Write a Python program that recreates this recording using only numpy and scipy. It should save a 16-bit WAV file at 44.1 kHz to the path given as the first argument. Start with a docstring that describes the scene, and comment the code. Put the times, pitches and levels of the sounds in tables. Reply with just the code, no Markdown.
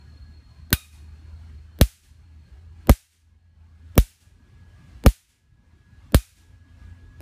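"""A low wavering hum, two faint whines and workshop noise are heard first; a higher hum joins late. Six times,
about once a second, an electric fence charger arcs from a wire to a steel vise. Each discharge is a broadband
crack with modal ringing and a reverberant tail; a low flutter and a faint tick come just ahead of it. It
overloads the close microphone into a low thump; a last flutter and tick, with no snap after them, end the
scene. Gain control ducks the background after every snap."""
import sys
import numpy as np
from scipy import signal
from scipy.fft import rfft, irfft
from scipy.io import wavfile
from scipy.ndimage import uniform_filter1d, minimum_filter1d

SR = 44100
rng = np.random.default_rng(int(sys.argv[2]) if len(sys.argv) > 2 else 0)


def store_pcm(level_fs):
    """Save levels as 16-bit WAV."""
    pcm = np.round(np.clip(level_fs, -1, 1) * 32767).astype(np.int16)
    wavfile.write(sys.argv[1], SR, np.atleast_2d(pcm).T)


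N = 317961
TIME = np.arange(N) / SR


def amp(db):
    """Level law: decibels to amplitude ratio."""
    return 10 ** (np.asarray(db) / 20)


def evened(x):
    """Normalisation: scales a signal to rms 1."""
    return x / np.sqrt(np.mean(x ** 2) + 1e-20)


def read(points, hz):
    """Logarithmic frequency: interpolates a table on a log-frequency axis."""
    f, value = np.transpose(points)
    return np.interp(np.log(hz + 1), np.log(f + 1), value)


def curve(table):
    """Envelope: joins (t/s, value) points by straight lines over the scene."""
    return np.interp(TIME, *np.transpose(table))


def add(mix, s, sound):
    """Superposition: adds a sound to the mix from time s."""
    part = mix[round(s * SR):][:len(sound)]
    part += sound[:len(part)]


def noise(points, size):
    """Spectral shaping: white noise weighted by a spectrum, at rms 1."""
    hz = np.fft.rfftfreq(size, 1 / SR)
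    spectrum = rfft(rng.standard_normal(size)) * amp(read(points, hz))
    return evened(irfft(spectrum, size))


def band(hz, width, size):
    """Resonance: noise of rms 1 under one bell-shaped line; centred on 0 Hz it is a slow random drift."""
    f = np.fft.rfftfreq(size, 1 / SR)
    spectrum = rfft(rng.standard_normal(size)) / (1 + (2 * (f - hz) / width) ** 2)
    return evened(irfft(spectrum, size))


def tone(hz, waver, unsteadiness, rate_hz):
    """Random modulation: a line of rms 1 whose frequency and amplitude drift by the given rms fractions."""
    frequency = hz * (1 + waver * band(0, rate_hz, N))
    turns = np.cumsum(frequency) / SR
    strength = 1 + unsteadiness * band(0, rate_hz, N)
    return evened(np.sin(2 * np.pi * turns) * strength)


# Start of the low hum and its rise in the first second
HUM_HZ, HUM_RISE_HZ = 73.093, 4.6
# Higher hum: onset, fade-in time and full level
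DRONE_START_S, DRONE_RISE_S, DRONE_DB = 6.3, 0.332, -65.5
# Level of the low hum over time: t/s, level/dB
HUM_LEVEL = [(0, -50), (.55, -45.5), (1.05, -42), (1.6, -42), (2.1, -49.5), (3.7, -47), (5.5, -57.5),
             (7.1, -49)]


def hum(drone_hz=257):
    """Frequency glide: a low line climbs ever more slowly; a fainter, higher line sets in late."""
    rising_hz = HUM_HZ + HUM_RISE_HZ * np.sqrt(TIME)
    low = amp(curve(HUM_LEVEL)) * tone(rising_hz, waver=0.023, unsteadiness=.35, rate_hz=10)
    onset = np.clip((TIME - DRONE_START_S) / DRONE_RISE_S, 0, 1)
    drone = tone(drone_hz, waver=0.001767, unsteadiness=0.0856, rate_hz=5.262)
    return low + amp(DRONE_DB) * onset * drone


# High whine: starting level, fade rate and the faint level that remains
HIGH_WHINE_DB, HIGH_FADE_DB_PER_S, HIGH_REST_DB = -66, 5.5, -85.5
# The low whine sinks, then slowly grows: t/s, level/dB of its line
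WHINE_LEVEL = [(0, -72.5), (1.3, -81.5), (3.3, -76), (7.2, -68)]


def whines(low_hz=1669, halo_db=-7, halo_width_hz=60, high_hz=4280, high_width_hz=75):
    """Line width: a thin line in a noisy halo, and above it a narrow noise band that dies down."""
    line = tone(low_hz, waver=0.0011, unsteadiness=0.34, rate_hz=16)
    halo = amp(halo_db) * band(low_hz, halo_width_hz, N)
    # the fading part and the constant rest add in power
    fading = np.hypot(amp(HIGH_WHINE_DB - HIGH_FADE_DB_PER_S * TIME), amp(HIGH_REST_DB))
    return amp(curve(WHINE_LEVEL)) * (line + halo) + fading * band(high_hz, high_width_hz, N)


AIR_DB = -57.5  # room noise level before it drifts
# Spectrum of the room noise: f/Hz, relative level/dB (spectral density)
AIR = [(40, -39), (110, -3), (150, -8), (250, -12), (320, -18.5), (500, -27.5), (750, -27), (1000, -22),
       (1500, -28.5), (2600, -30.5), (4000, -35), (9000, -42.5), (11000, -49), (15000, -52)]
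# Spectrum of the rumble under the hum: f/Hz, relative level/dB (spectral density)
RUMBLE = [(15, -48.5), (30, -27.5), (42, -4.5), (60, 3), (85, -4), (110, -4.5), (150, -29), (600, -81)]


def air(rumble_db=-52, patchy_db=3.5, smooth_above_hz=4000, swell_db=-1.5):
    """Non-stationary noise: rumble and hiss whose lows and mids drift in patches, with smoother treble."""
    steady = amp(AIR_DB) * noise(AIR, N) + amp(rumble_db) * noise(RUMBLE, N)
    hz, _, z = signal.stft(steady, SR, nperseg=2048, noverlap=1536)
    # smooth random gains over frequency, then over time
    across_hz = uniform_filter1d(rng.standard_normal(z.shape), size=5, axis=0)
    patches = evened(uniform_filter1d(across_hz, size=6, axis=1))
    z = z * amp(patchy_db * patches / (1 + (hz[:, None] / smooth_above_hz) ** 2))
    drifting = signal.istft(z, SR, nperseg=2048, noverlap=1536)[1][:N]
    return drifting * amp(swell_db * band(0, 5.5, N))


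def flutter(t, thump_db, hz=270, width_hz=340, level_db=-25):
    """Exponential growth: low noise swells for milliseconds into the snap, more before a heavy thump."""
    rise_s, follow = .0065, .55  # follow: dB more for each dB of thump
    decaying = band(hz, width_hz, len(t)) * np.exp(-t / rise_s)
    return amp(level_db + follow * thump_db) * decaying[::-1]


# Colour of the crack, shared by the tick: f/Hz, relative level/dB
CRACK = [(100, -6), (600, 0), (1500, 2.5), (4000, 5), (6500, -6.5), (10000, -2.5), (15000, 4.5)]


def tick(t, fall_s=0.00081, body_db=-5, body_hz=450, body_width_hz=900, body_s=.002):
    """Brief decay: a faint, dry broadband tick with a little low body, just ahead of the snap."""
    body = amp(body_db) * band(body_hz, body_width_hz, len(t)) * np.exp(-t / body_s)
    return noise(CRACK, len(t)) * np.exp(-t / fall_s) + body


def crack(t, fall_s=0.0013, scatter_db=-17, scatter_s=0.013):
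    """Shock and scattering: the spark's steep front, then its slower scatter from vise and bench."""
    front = np.exp(-t / fall_s)
    scatter = amp(scatter_db) * np.exp(-t / scatter_s)
    return noise(CRACK, len(t)) * (front + scatter)


# Modes of the gap between the steel faces, the lowest nearly harmonic:
# f/Hz, relative level/dB, t60/s
RING = [(1238, 1, .3), (2480, 2, .42), (3750, 1, .4), (4100, 6, .05), (5033, -7, .26), (6239, -13, .4),
        (9560, -6, .3), (9890, -5, .42), (13850, -6, .2)]


def ring(t, level_db=-39, spread_hz=130):
    """Modal decay: each mode dies exponentially inside a cluster of close neighbours."""
    blur = 1.3  # neighbours against the pure mode
    out = np.zeros(len(t))
    for hz, db, t60 in RING:
        mode = np.sin(2 * np.pi * hz * t)
        neighbours = blur * band(hz, spread_hz, len(t))
        out += amp(db - 60 * t / t60) * (mode + neighbours)
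    return amp(level_db) * out


# Colour of the workshop's answer: f/Hz, relative level/dB
ROOM = [(100, -9), (500, -2.5), (1200, -3.5), (2600, 1), (4200, 1), (7000, 3), (10000, 3.5), (15000, -3.5)]
# Reverberation time of the workshop: f/Hz, t60/s
ROOM_T60 = [(300, 0.11), (800, 0.45), (2000, 0.56), (5500, .5), (10000, 0.44), (15000, .4)]


def room(t, level_db=-24, build_s=0.003):
    """Reverberation: dense reflections build up, and each band dies at its own rate."""
    hz, at, z = signal.stft(noise(ROOM, len(t)), SR, nperseg=256)
    decay = amp(-60 * at / read(ROOM_T60, hz)[:, None])
    tail = signal.istft(z * decay, SR, nperseg=256)[1][:len(t)]
    return amp(level_db) * tail * (1 - np.exp(-t / build_s))


def thump(t, settle_hz, t60, glide_s=.0012, quick_turns=2.2):
    """Overload: the jolted microphone swings fast, slows to its bass limit and stops short."""
    steepening = 1.5  # above 1, the decay quickens
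    # half of the quick turns are made by glide_s
    turns = settle_hz * t + quick_turns * t / (t + glide_s)
    return np.sin(2 * np.pi * turns) * amp(-60 * (t / t60) ** steepening)


# Room level at 0 dB strength, and its growth in dB for each dB of strength
ROOM_DB, ROOM_FOLLOW = -3, 0.4
TICK_DB = -42  # relative to the crack
# One row a spark, only the lead-in of the last being heard:
# t/s, jolt level/dB, crack level/dB, settled thump f/Hz, thump t60/s, relative ring level/dB
SPARKS = [(0.7284, -3, 8, 54, 0.06273, 2), (1.812, 6.5, 6.5, 51, .095, -17.5),
          (2.895, 21, 12, 46.5, 0.066824, -14.5), (3.9787, 8.5, 6.5, 43, 0.10182, -19),
          (5.062, 18, 11, 46, .076, -17.5), (6.1452, 6.5, 6.5, 51, 0.09715, -4),
          (7.2285, 9, 6, 49, .09, -15.5)]


def sparks():
    """Impulse and response: flutter and tick lead; the discharge cracks, rings, fills the room and thumps."""
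    out, t = np.zeros(N), np.arange(SR) / SR
    brief = t[:SR // 20]
    tick_lead_s = .0232
    for s, strength_db, crack_db, settle_hz, t60, ring_db in SPARKS:
        room_db = ROOM_DB + ROOM_FOLLOW * strength_db
        add(out, s - len(brief) / SR, flutter(brief, strength_db))
        add(out, s - tick_lead_s, amp(crack_db + TICK_DB) * tick(brief))
        add(out, s, amp(crack_db) * crack(t))
        add(out, s, amp(ring_db) * ring(t))
        add(out, s, amp(room_db) * room(t))
        add(out, s, amp(strength_db) * thump(t, settle_hz, t60))
    return out


def scene():
    """Superposition: sparks over the quiet workshop."""
    return (hum() + whines() + air() + sparks())[None]


def lag(x, seconds):
    """Relaxation: one-pole smoothing with the given time constant."""
    r = np.exp(-1 / (seconds * SR))
    return signal.lfilter([1 - r], [1, -r], x)


def recover(cut_db, db_per_s):
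    """Linear release: a gain cut lets go at a steady rate."""
    return np.maximum.accumulate(cut_db + db_per_s * TIME) - db_per_s * TIME


def limiter_cut(x, threshold_db=-18, most_db=8, hold_s=0.16313, release_db=400, attack_s=0.0097):
    """Peak limiting: a quick cut in dB, held for a moment and then released (dB per s)."""
    level_db = 10 * np.log10(lag(x ** 2, .001) + 1e-12)
    over_db = np.clip(level_db - threshold_db, 0, most_db)
    size = int(hold_s * SR)
    # greatest excess within the past hold time
    held_db = -minimum_filter1d(-over_db, size, origin=(size - 1) // 2, mode="constant")
    return lag(recover(held_db, release_db), attack_s)


def leveller_cut(x, threshold_db=-16.0, share=0.74833, release_db=20, attack_s=0.053):
    """Compression: a slow cut in dB grows with the snap's energy and is released slowly (dB per s)."""
    memory_s = .05
    level_db = 10 * np.log10(lag(x ** 2, memory_s) + 1e-12)
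    over_db = np.maximum(level_db - threshold_db, 0)
    return lag(recover(share * over_db, release_db), attack_s)


def bell(x, hz, width_hz, db):
    """Resonant equalisation: lifts or lowers one band."""
    return x + (amp(db) - 1) * signal.lfilter(*signal.iirpeak(hz, hz / width_hz, fs=SR), x)


EDGE_HZ = 15280  # upper band limit


def record(dry):
    """Saturation: gain control comes too late and the snap clips; then midrange colour and a band limit."""
    ceiling, knee = .54, 3.2  # full-scale fraction, sharpness of the bend
    x = dry[0] / amp(limiter_cut(dry[0]) + leveller_cut(dry[0]))
    clipped = x / (1 + abs(x / ceiling) ** knee) ** (1 / knee)
    dipped = bell(clipped, hz=1055.3, width_hz=300, db=-5.0)
    coloured = bell(dipped, hz=1560, width_hz=140, db=2.5)
    low_pass = signal.firwin(601, EDGE_HZ, window=("kaiser", 8), fs=SR)
    return signal.oaconvolve(coloured, low_pass, "same")[None]


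dry = scene()
out = record(dry)
store_pcm(out)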